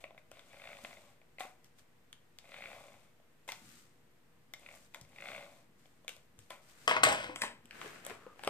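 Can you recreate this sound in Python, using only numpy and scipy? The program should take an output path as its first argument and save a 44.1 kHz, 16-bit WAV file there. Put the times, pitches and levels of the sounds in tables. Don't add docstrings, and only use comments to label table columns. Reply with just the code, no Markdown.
import sys
import numpy as np
from scipy import signal
from scipy.fft import rfft, irfft
from scipy.io import wavfile

SR = 44100
rng = np.random.default_rng(int(sys.argv[2]) if len(sys.argv) > 2 else 0)


def waveform_to_disk(signal):
    frames = np.transpose(np.atleast_2d(signal))
    scaled = np.clip(frames, -1, 1) * 32767
    samples = np.round(scaled).astype(np.int16)
    wavfile.write(sys.argv[1], SR, samples)


def volts_from_decibels(level):
    exponent = np.asarray(level, float) / 20
    return 10 ** exponent


N = 374409
T = np.arange(N) / SR

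# t/s, pressure on the paper/dB, pull on the tape/dB
STROKES = [
    [(.004, -55, -65.5), (.1, -77.5, -88)],
    [(.309, -74, -70), (.345, -62, -63.5), (.461, -61.5, -71), (.513, -59.5, -65), (.702, -54, -59),
     (.82, -56, -66), (.89, -54.5, -62), (1.103, -61.5, -73.5), (1.18, -78, -78.5)],
    [(2.389, -68.5, -79.5), (2.542, -55.5, -56), (2.758, -52, -60.5), (3.051, -65, -75), (3.149, -82, -90)],
    [(4.54, -64.5, -72.5), (4.761, -57, -65.5), (4.849, -96, -101)],
    [(4.949, -57.5, -80.5), (5.064, -69, -76.5), (5.29, -48.5, -55), (5.368, -50.5, -55.5),
     (5.615, -63.5, -75.5), (5.679, -80, -88)],
]
# t/s, level/dB
CARD = [
    [(6.619, -76), (6.653, -76), (6.695, -66.5), (6.75, -70.5), (6.836, -64.5), (6.868, -63.5)],
    [(7.62, -75), (7.7, -66), (7.75, -54), (7.796, -53), (7.834, -47), (8.028, -57), (8.102, -48.5),
     (8.197, -61.5), (8.353, -67.5), (8.481, -48.5)],
]
# t/s, level/dB, hollow above it/dB, sharpness/dB
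SHELL_TAPS = [(.0403, -37, -4, -13), (.1067, -56, 8, -11.5), (.1464, -68.5, 15, 1.5),
              (.178, -44.5, -12, -20), (0.3155, -49, 1.5, 4.5), (.3704, -50.5, -4, -20.5),
              (.3935, -49.5, -13.5, -0.5), (.848, -34.5, -7.5, -14), (1.2151, -55.5, -6, -14.5),
              (1.3842, -41, -11, -14), (1.4062, -36, -8.5, -1.5), (2.3866, -50.5, -15, 11),
              (3.1994, -66.5, 7, -10), (3.4785, -47.5, -1.5, 3.5), (3.52, -41.5, -10, 12),
              (4.5371, -42.5, -10, 7.5), (4.9392, -55.5, -15.5, -5.5), (4.9592, -53, 3, -0.5),
              (5.013, -61, -11, 19), (5.0495, -59.5, -8, 0.5), (5.8566, -60.5, -0.5, 2),
              (6.0466, -75, 19.5, 20), (6.1654, -60.5, 1.5, 14.5), (6.5051, -39, -4.5, 1)]
# t/s, level/dB, body above it/dB, sharpness/dB, body pitch f/Hz
EDGE_TAPS = [(1.4514, -47, 2.5, -20, 790), (1.6445, -65.5, -15, 16.5, 382), (1.786, -63, -8.5, 4, 604),
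             (2.1286, -48, -39, 5, 1240), (3.489, -34.5, -3, -2, 893), (4.9455, -39.5, -7.5, 1, 912),
             (6.08, -39, -14.5, 9, 493), (6.092, -41, -13, 7, 484), (6.3903, -61, -7, 16.5, 472),
             (7.656, -56.5, -6.5, 4, 425), (7.7096, -40.5, -31, -14, 1290), (7.728, -52, -20, -13.5, 900),
             (7.754, -51.5, -10, -15.5, 1070), (7.8147, -32, -8, -19.5, 1134),
             (7.8593, -50, 6, -2.5, 419.3), (8.05, -53, -3.5, 10, 525), (8.0653, -41, 0, 6.5, 597.4),
             (8.098, -38.5, -3, -12, 686), (8.1117, -49, 9.5, -13.5, 444), (8.2656, -62, 22, -10.5, 500),
             (8.3934, -45.5, -2.5, -17.5, 806), (8.4361, -34, -5.5, -13.5, 874),
             (8.448, -41.5, -4.5, -1, 653), (8.4751, -21.5, -3.5, -13, 620.5)]
# t/s, level/dB, hollow above it/dB, paper snap/dB
LIFTS = [
    (1.395, -47, 0.5, -56.5),
    (3.481, -45.5, -6.5, -57),
    (6.082, -59.5, -1.5, -61),
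    (6.502, -51.5, 4, -64),
]
LIFT_RISE_S, LIFT_HOLD_S = 0.0059, 0.0167
# f/Hz, width/Hz, level/dB
SHELL = [(582, 72, -1.5), (672, 75, -2), (780, 117, -8.5), (1120, 260, -14), (1530, 284, -15),
         (1904, 110, -8.5), (2107, 143.5, -5), (2264.6, 118.5, -4), (2520, 210, -7.5), (3000, 309, -12.5),
         (3455, 330, -10.5), (4324, 796, -20.5), (5640, 1770, -28), (7830, 1770, -29), (11330, 3300, -40.5),
         (14000, 2830, -49)]
# f/Hz, width/Hz, level/dB
DESK = [(324.5, 68, -10), (444, 31, -6), (618.2, 87.5, -0.5), (795.7, 70, -3), (995, 91, 0),
        (1132, 51.6, -4), (1234.5, 106, -5.5), (1522, 218, -7.5), (1830, 170, -6.5), (2126, 180, -6),
        (2500, 295, -9), (3158, 180, -13.5), (3838, 374, -20.5), (4948, 780, -24.5), (6600, 835, -20),
        (7976, 223, -11.5), (8570, 590, -21), (10990, 402, -21), (13500, 1730, -44.5)]
BAND_EDGES_HZ = [1350, 2800, 5000]


def rms_one(x):
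    return x / np.sqrt(np.mean(x ** 2) + 1e-20)


def high_pass(x, hz):
    return signal.sosfilt(signal.butter(2, hz, "high", fs=SR, output="sos"), x)


def band_pass(x, edges_hz, order=2):
    return signal.sosfilt(signal.butter(order, edges_hz, "band", fs=SR, output="sos"), x)


def levels(tables):
    out = np.zeros((len(tables[0][0]) - 1, N))
    for rows in tables:
        s, *columns = np.transpose(rows)
        out += [volts_from_decibels(np.interp(T, s, c, left=-150, right=-150)) for c in columns]
    return out


def swell(s, db, rise_s, hold_s, fall_s):
    out = np.zeros(N)
    for at, top, rise, hold, fall in np.broadcast(s, db, rise_s, hold_s, fall_s):
        near = slice(max(round((at - 2 * rise) * SR), 0), round((at + hold + 2 * fall) * SR))
        late = np.maximum((at - T[near]) / rise, (T[near] - at - hold) / fall)
        out[near] += volts_from_decibels(top - 30 * np.clip(late, 0, None))
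    return out


def at_hz(points, hz):
    f, value = np.transpose(points)
    return np.interp(np.log(hz + 1), np.log(f), value)


def stereo(mid, side, alike):
    return np.sqrt(1 + alike) * mid + np.sqrt(1 - np.minimum(alike, 1)) * side * [[1], [-1]]


def coloured(spectrum, source):
    # f/Hz, likeness
    likeness = [(60, 0.53), (240, 0.514), (950, 0.305), (3770, -0.088), (15000, 0.144)]
    hz = np.fft.rfftfreq(N, 1 / SR)
    mid, side = rfft(source) * volts_from_decibels(at_hz(spectrum, hz))
    alike = np.clip(at_hz(likeness, hz), 0, 1)
    return rms_one(irfft(stereo(mid, side, alike), N))


def grains(per_s, spread_db, channels=1):
    sizes = volts_from_decibels(spread_db * np.minimum(rng.exponential(1, N), 4)) * (rng.random(N) < per_s / SR)
    clumps = signal.lfilter([1], [1, -.9], sizes)
    return rms_one(rng.standard_normal((channels, N)) * (1 + clumps))


def ring(drive, hz, width_hz):
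    r, w = np.exp(-np.pi * width_hz / SR), 2 * np.pi * hz / SR
    return signal.lfilter([0, np.sin(w)], [1, -2 * r * np.cos(w), r * r], drive + 1e-18)


def rings(rows):
    rise_s = 0.00051
    t = np.arange(8000) / SR
    out = np.zeros(N + len(t))
    for s, db, hz, width_hz in rows:
        shape = np.exp(-np.pi * width_hz * t) * (1 - np.exp(-t / rise_s))
        out[round(s * SR):][:len(t)] += volts_from_decibels(db) * np.sin(2 * np.pi * hz * t) * shape
    return out[:N]


def by_band(hits):
    upper_follows = 0.476
    s, db, low, sharp = np.transpose([row[:4] for row in hits])
    return np.transpose([s, db, low, upper_follows * sharp, sharp])


def damped(modes, widening):
    return np.array(modes) * [1, widening, 1]


def struck(modes, hits, rubbing, contact_ms, rough, scatter_db):
    s, mid_db, low, upper, top = np.transpose(hits)
    band_db = mid_db + np.array([low, 0 * s, upper, top])
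    step = np.arange(600)
    fade = np.exp(-step * 1000 / SR / contact_ms)
    where = (np.round(s * SR).astype(int)[:, None] + step).ravel()
    hz, width_hz, mode_db = np.transpose(modes)
    band = np.searchsorted(BAND_EDGES_HZ, hz)
    weight = volts_from_decibels(mode_db) * width_hz
    scatter = rng.normal(0, 1, (len(s), len(hz)))
    out = np.zeros(N)
    for k, b in enumerate(band):
        share = weight[k] / np.sqrt(np.sum(weight[band == b] ** 2))
        trail = rough * rng.standard_normal((len(s), len(step))) * fade / np.linalg.norm(fade)
        force = ((step == 0) + trail) * volts_from_decibels(band_db[b] + scatter_db * scatter[:, k])[:, None]
        drive = np.bincount(where, force.ravel(), N + len(step))[:N]
        drive += rubbing[b] * np.sqrt(width_hz[band == b].mean() / SR)
        out += share * (-1) ** k * ring(drive, hz[k], width_hz[k])
    return high_pass(out, 220.)


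def placed(x, left_db, lead_s, wet_db):
    # f/Hz, t60/s, left-right likeness
    decay = [(191.6, 0.452, 0.884), (937, 0.3216, 0.5), (3896, 0.2454, 0.5), (12600, 0.098, .1)]
    head_shade_hz = 250
    t, hz = np.arange(SR // 2) / SR, np.fft.rfftfreq(N + SR, 1 / SR)
    tail = np.zeros((2, len(t)))
    for f, t60, alike in decay:
        mid, side = rng.standard_normal((2, len(t)))
        band = band_pass(stereo(mid, side, alike), [f / 2.2, min(f * 2.2, .45 * SR)], order=1)
        tail += band * volts_from_decibels(-60 * t / t60)
    tail *= (1 - np.exp(-t / 0.00087)) / np.sqrt(np.sum(tail ** 2, axis=1, keepdims=True))
    shade = volts_from_decibels(hz / (hz + head_shade_hz) * [[left_db / 2], [-left_db / 2]])
    delay = np.exp(-2j * np.pi * hz * [[0], [lead_s]])
    room = 1 + volts_from_decibels(wet_db) * rfft(tail, N + SR)
    return irfft(rfft(x, N + SR) * shade * delay * room, N + SR)[:, :N]


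def room_tone():
    # f/Hz, level per Hz/dB
    air = [(12, -48.5), (20, -28.5), (51, -10.5), (232, -11.5), (591, -16.5), (778, -17.5), (1310, -20),
           (1590, -20), (1880, -19), (4410, -29), (14400, -38)]
    # f/Hz, level/dB
    hum = [(120, -83), (151, -79.5), (240, -82), (360, -87), (480, -82)]
    tones = sum(np.sqrt(2) * volts_from_decibels(db) * np.sin(2 * np.pi * (hz * T + rng.random())) for hz, db in hum)
    noise = volts_from_decibels(-68.5) * coloured(air, rng.standard_normal((2, N)))
    return (noise + tones) * volts_from_decibels([[.6], [-.6]])


def thuds():
    # t/s, level/dB, f/Hz
    presses = [(0.328, -64, 94.5), (0.838, -53.5, 234), (3.618, -58.5, 227), (5.016, -51, 141.7),
               (5.038, -58.5, 86.1), (6.385, -55.5, 103.7), (7.06, -41.5, 123.3), (7.43, -47, 232),
               (7.65, -54.5, 234), (8.12, -58, 100.4)]
    # t/s, level/dB
    wrist = [
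        [(0, -77), (3.5, -79.5), (3.66, -64), (4.1, -75.5), (6.8, -71.5), (7.06, -46.5), (7.35, -63.5),
         (7.6, -69), (7.9, -65.5), (8.49, -73)],
    ]
    rumble = rms_one(band_pass(rng.standard_normal(N), [65., 270.]))
    out = (volts_from_decibels(-2.0) * levels(wrist)[0] + volts_from_decibels(-19.0) * levels(STROKES)[0]) * rumble
    for s, db, hz in presses:
        t = np.clip(T - s, 0, None)
        out += volts_from_decibels(db + 5.0) * np.sin(2 * np.pi * hz * t) * np.exp(-t * hz / 1.43)
    return out


def sheet_level():
    # t/s, level/dB, 30 dB rise/s, hold/s, 30 dB fall/s (a row with a negative time
    slides = [(0.179, -74, 0, .001, 0.07), (0.321, -73.5, 0.07, .03, -0.04),
              (0.848, -70.5, 0.13, 0.019, 0.21), (1.657, -72.5, 0.04, .001, 0.07),
              (1.792, -67, 0.05, .001, 0.0756), (2.13, -83, -0.25, .02, -0.04),
              (2.395, -79, -0.31, .01, 0.24), (3.235, -81, -0.6, 0.00104, -0.08),
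              (3.678, -65, 0.33, .11, 0.27), (4.54, -73.5, -0.16, 0.0097, 0.18),
              (4.79, -71, 0.2, 0.075, 0.06), (4.952, -74.5, 0.15, .001, 0.13),
              (5.794, -74.5, 0.05, .001, 0.57), (6.399, -72.5, 0.06, .001, 0.4)]
    pressure = levels(STROKES)[0] / volts_from_decibels(-57)
    stroked = volts_from_decibels(-70) * pressure ** 0.807
    s, _, _, snap_db = np.transpose(LIFTS)
    snapped = swell(s, snap_db, LIFT_RISE_S, LIFT_HOLD_S, fall_s=0.181)
    picked_up, dragged = levels(CARD[:1])[0], levels(CARD[1:])[0]
    carried = volts_from_decibels(-.5) * picked_up + volts_from_decibels(-12.5) * dragged
    return stroked + snapped + swell(*np.transpose(slides)) + carried


def paper():
    # f/Hz, level per Hz/dB
    sheet_colour = [(710, -26.5), (1200, 0.5), (1300, -3.5), (1450, -1.5), (6200, -4.5), (7960, -6),
                    (14400, -17.5)]
    # f/Hz, level per Hz/dB
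    card_colour = [(88, -22.5), (150, -3), (650, -2.5), (885, -6.5), (1500, -0.5), (2570, -5),
                   (3240, -11.5), (6000, -22.5), (7800, -57.5), (13200, -120)]
    # t/s, level/dB
    singing = [
        [(8.05, -70.5), (8.12, -62), (8.21, -59.5), (8.3, -61.5), (8.38, -72.5)],
    ]
    sheet = sheet_level() * coloured(sheet_colour, grains(per_s=450., spread_db=3.5, channels=2))
    card = levels(CARD) * coloured(card_colour, grains(per_s=120.0, spread_db=5.0, channels=2))
    squeak = levels(singing) * rms_one(ring(rng.standard_normal(N), hz=1225, width_hz=85))
    return (volts_from_decibels(4.0) * sheet + card + squeak) * volts_from_decibels([[1.4], [-1.4]])


def glue_snaps():
    # t/s, level/dB
    strands = [(4.5962, -54), (4.6746, -61), (4.733, -61), (4.7424, -55), (4.752, -58), (4.757, -55),
               (4.762, -58), (4.772, -56), (5.0931, -61), (5.161, -59), (7.9971, -60)]
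    strand_band_hz = [5500., 12500.]
    s, db = np.transpose(strands)
    step = np.arange(300)
    fade = np.exp(-step * 1000 / SR / .7)
    puffs = volts_from_decibels(db + 6.0)[:, None] * rng.standard_normal((len(s), len(step))) * fade
    where = np.round(s * SR).astype(int)[:, None] + step
    return band_pass(np.bincount(where.ravel(), puffs.ravel(), N), strand_band_hz)


def card_taps():
    slaps = by_band([row for row in EDGE_TAPS if row[0] > CARD[1][0][0]]) + [0, 0, -6.5, 1.5, 1.5]
    return volts_from_decibels(9.0) * struck(damped(DESK, 2.083), slaps, [0, 0, 0, 0], contact_ms=1.36, rough=0.43, scatter_db=1.5)


def knocks():
    hollow_hz = 628
    t = np.arange(2000) / SR
    out = np.zeros(N + len(t))
    for s, db, low, sharp, hz in [(*row, hollow_hz) for row in SHELL_TAPS] + EDGE_TAPS:
        shape = np.exp(-t * hz / 2.94) * (1 - np.exp(-t * hz * 3.44))
        out[round(s * SR):][:len(t)] += volts_from_decibels(db + low + 4.0) * np.sin(2 * np.pi * hz * t) * shape
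    return out[:N]


def handling():
    # t/s, level/dB, f/Hz, width/Hz
    clear_rings = [(.848, -36.5, 2027, 60), (1.3845, -46, 2173, 120), (.316, -48, 1397, 100),
                   (2.1287, -37, 3220, 320), (2.1287, -45, 4200, 500), (2.1287, -55.5, 2247, 150),
                   (4.5375, -45.5, 2550, 200), (4.5375, -47, 3570, 250), (1.4062, -31, 738.4, 55),
                   (1.412, -42, 1150, 120), (1.409, -38.5, 2008, 50), (1.436, -47.5, 790, 35),
                   (3.4905, -28, 2071, 110), (3.5205, -27, 4230, 500), (3.521, -43.5, 733, 50),
                   (4.5375, -38, 2135, 60), (6.08, -29, 2380, 350), (6.092, -27.5, 2715, 300),
                   (6.506, -39.5, 1007, 100), (6.506, -42.5, 1796, 120), (7.8146, -36.5, 1527, 90),
                   (7.815, -38, 2500, 400), (8.2316, -53, 1700, 250), (8.11, -46, 2700, 400),
                   (7.845, -43, 494, 40), (7.845, -48, 317, 40), (8.4746, -26, 430.6, 60),
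                   (8.4746, -24.5, 1226, 80), (8.4746, -26.5, 807, 100), (8.4755, -26, 3100, 600),
                   (8.476, -30.5, 1550, 200), (8.476, -30, 8040, 600), (8.065, -43.5, 8300, 700),
                   (8.05, -50, 8300, 700), (7.7099, -45.5, 2500, 400), (8.449, -37.5, 3000, 500)]
    s, db, hollow_db, _ = np.transpose(LIFTS)
    loose = grains(per_s=350.0, spread_db=3.0)[0]
    low = loose * swell(s, db + hollow_db, LIFT_RISE_S, LIFT_HOLD_S, fall_s=0.177)
    mid = loose * swell(s, db, LIFT_RISE_S, LIFT_HOLD_S, fall_s=0.116)
    shiver = [low * volts_from_decibels(0.5), mid * volts_from_decibels(6.5), mid * volts_from_decibels(-6.0), mid * volts_from_decibels(-28.5)]
    desk_lows = [m for m in DESK if m[0] < BAND_EDGES_HZ[0]]
    shell_highs = [m for m in SHELL if m[0] > BAND_EDGES_HZ[0]]
    held = damped(desk_lows + shell_highs, 1.217)
    before_card = [row[:4] for row in EDGE_TAPS if row[0] < CARD[1][0][0]]
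    taps = by_band(SHELL_TAPS + before_card) + [0, 0.5, -6.5, 3.0, 5.0]
    body = volts_from_decibels(4.0) * struck(held, taps, shiver, contact_ms=1.13, rough=0.488, scatter_db=1.0949)
    return knocks() + rings(clear_rings) + body


def drop():
    # t/s, level/dB, hollow above it/dB, sharpness/dB
    bounces = [(6.8777, -16.5, 2, -9.5), (6.8944, -25.5, -2.5, -3.5), (6.9114, -19.5, 1, -23),
               (6.9651, -19, 2, -30.5), (7.0335, -18, 4, -3), (7.0374, -16, -18, 3.5),
               (7.0514, -22, 1, -12.5), (7.0674, -26.5, 5, -13), (7.1197, -29, -5.5, -6),
               (7.1264, -36, -16, 6.5), (7.2424, -32, -3, -14), (7.2964, -48.5, 15, -20.5),
               (7.3597, -33, 0, 0), (7.419, -24, -6, -5), (7.436, -25.5, 0, -10), (7.4789, -38, -14, -18.5)]
    # t/s, level/dB, hold/s, 30 dB fall/s, jingle above it/dB
    rattle = [
        (6.88, -35.5, 0.1024, 0.026, -19),
        (7.036, -28, 0.018, 0.3183, -14),
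        (7.358, -58.5, 0.029, 0.23, 0),
        (7.415, -40, 0.0256, 0.1147, -5.5),
    ]
    # t/s, level/dB, f/Hz, width/Hz
    clear_rings = [(6.8785, -24, 623, 50.1), (6.8778, -19.5, 1132, 70), (6.8785, -25, 3330, 250),
                   (6.894, -32, 1846, 70), (6.895, -34, 3400, 250), (6.9, -31.5, 2379, 80),
                   (6.9115, -34, 1550, 80), (6.9645, -26.5, 1437, 90.6), (6.879, -26, 1320, 70),
                   (6.9115, -20.5, 995, 60), (6.9115, -22.5, 1231, 64.81), (6.916, -25.5, 628, 45.1),
                   (6.9645, -25.5, 628, 37.04), (6.9645, -22, 1115, 70), (6.9645, -23.5, 2146, 80),
                   (7.0343, -7, 1150, 500), (7.0335, -17, 1112, 54), (7.0335, -19.5, 746, 55.56),
                   (7.036, -20.5, 1830, 50), (7.037, -18, 2140, 90), (7.0345, -26, 8100, 90),
                   (7.037, -23, 7973, 110), (7.052, -28.5, 2115, 55), (7.0685, -19.5, 608.5, 28),
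                   (7.034, -13, 3550, 450), (7.037, -27.5, 5000, 299), (7.052, -28, 1760, 60),
                   (7.062, -25.5, 3746, 100), (7.0685, -29, 1555, 60), (7.0685, -28.5, 1001, 50),
                   (7.0685, -28.5, 464, 50), (7.086, -24.5, 824.8, 30), (7.114, -30.5, 815, 35),
                   (7.114, -30, 578.7, 33), (7.1265, -35.5, 8070, 120), (7.138, -33.5, 7860, 120),
                   (7.243, -40, 2050, 45), (7.243, -38, 1742, 60), (7.293, -37, 522, 23.9),
                   (7.293, -38, 316.5, 40), (7.3605, -36, 993, 200), (7.4185, -22, 1977, 70),
                   (7.4185, -22, 2412, 120), (7.4185, -31.5, 1790, 90), (7.4789, -44.5, 1808, 79.5),
                   (7.4195, -25, 7800, 350), (7.4355, -33, 8200, 500), (7.4245, -32, 2200, 250),
                   (7.44, -36, 420, 60), (7.436, -26, 1919, 150), (7.436, -28, 2200, 200),
                   (7.4835, -40, 1900, 200)]
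    s, db, hold_s, fall_s, jingle_db = np.transpose(rattle)
    loose = grains(per_s=600., spread_db=3.5)[0]
    body = loose * swell(s, db, 0.0123, hold_s, fall_s)
    jingle = loose * swell(s, db + jingle_db, 0.0119, 0.437 * hold_s, 0.8 * fall_s)
    rubbing = [body * volts_from_decibels(4.5), body * volts_from_decibels(8.5), body * volts_from_decibels(0.5), jingle * volts_from_decibels(9.5)]
    hits = by_band(bounces) + [0, 3.0, -7.5, 0.5, -2.5]
    impacts = struck(damped(DESK, 1.506), hits, rubbing, contact_ms=2.11, rough=0.679, scatter_db=3.0)
    return rings(clear_rings) + volts_from_decibels(3.0) * impacts


def ratchet():
    # t/s, level/dB
    teeth = [
        [(0.5317, -51.5), (0.5427, -48.5), (0.5686, -52), (0.5974, -50), (0.6185, -42.5), (0.6394, -42),
         (0.6539, -41.5), (0.6729, -40), (0.6894, -45.5), (0.7014, -47.5), (0.7164, -45), (0.7297, -42.5),
         (0.7494, -51.5), (0.7692, -44.5), (0.7874, -53), (0.9094, -47.5), (0.9288, -44), (0.9704, -49)],
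        [(2.4409, -56), (2.4543, -55), (2.4912, -49.5), (2.5187, -44), (2.5416, -39.5), (2.5641, -45.5),
         (2.5845, -42.5), (2.605, -43.5), (2.6219, -40), (2.6384, -41.5), (2.6564, -40), (2.6714, -43),
         (2.6864, -48.5), (2.7018, -49), (2.7154, -47.5), (2.7302, -45.5), (2.7454, -53.5), (2.7644, -54.5),
         (2.7844, -57), (2.8075, -53.5), (2.8384, -59), (2.8574, -57.5), (2.8828, -52), (2.9203, -57.5),
         (2.9402, -57)],
        [(4.6319, -55.5), (4.6623, -44), (4.6877, -43), (4.7112, -49.5), (4.7381, -50.5)],
        [(5.1302, -58), (5.1602, -46), (5.1846, -41.5), (5.2041, -42.5), (5.2225, -40), (5.24, -42.5),
         (5.256, -35), (5.2704, -41), (5.2859, -34.5), (5.3014, -42.5), (5.3168, -38), (5.3314, -42.5),
         (5.3472, -39), (5.3614, -42.5), (5.3787, -41), (5.3924, -46.5), (5.4084, -47.5), (5.4256, -45.5),
         (5.4434, -55.5), (5.4634, -54.5)],
    ]
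    hollow, bright = levels(STROKES)
    ticks = []
    for s, db in sum(teeth, []):
        hollow_db = 20 * np.log10(hollow[round(s * SR)]) - db + 6.0
        ticks.append((s, db + 5.0, hollow_db, -7.0, -21.0))
    peel = grains(per_s=400.0, spread_db=1.5)[0]
    rubbing = [peel * hollow * volts_from_decibels(5.5), peel * bright * volts_from_decibels(11.0), peel * bright * volts_from_decibels(5.5), 0]
    return high_pass(struck(SHELL, ticks, rubbing, contact_ms=1.0, rough=.35, scatter_db=1.2), 360.)


def scene():
    near_wet_db, aside_wet_db = -8, -5
    back = np.clip((T - 7.345) * 100, 0, 1)
    beds = room_tone() + paper()
    hands = thuds() + card_taps() + handling() + ratchet()
    near = placed(hands, left_db=4.0, lead_s=.00007, wet_db=near_wet_db)
    landing = drop()
    aside = placed(landing * (1 - back), left_db=4.0, lead_s=0.0002131, wet_db=aside_wet_db)
    returned = volts_from_decibels(-2.0) * landing * back + glue_snaps()
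    settled = placed(returned, left_db=3.0, lead_s=0.00012, wet_db=near_wet_db)
    return near + aside + settled + beds


def roll_off(x):
    return signal.sosfilt(signal.butter(12, 16480, fs=SR, output="sos"), x)


def record(dry):
    # f/Hz, level/dB
    port = [(6000, -1.5), (8300, 2.5), (9400, 2.5), (10100, -4.5), (11000, 0.5), (14500, 5.5), (14900, -23),
            (16500, -29.5)]
    heard = irfft(rfft(dry) * volts_from_decibels(at_hz(port, np.fft.rfftfreq(N, 1 / SR))), N)
    return roll_off(heard - .0005)


dry = scene()
out = record(dry)
waveform_to_disk(out)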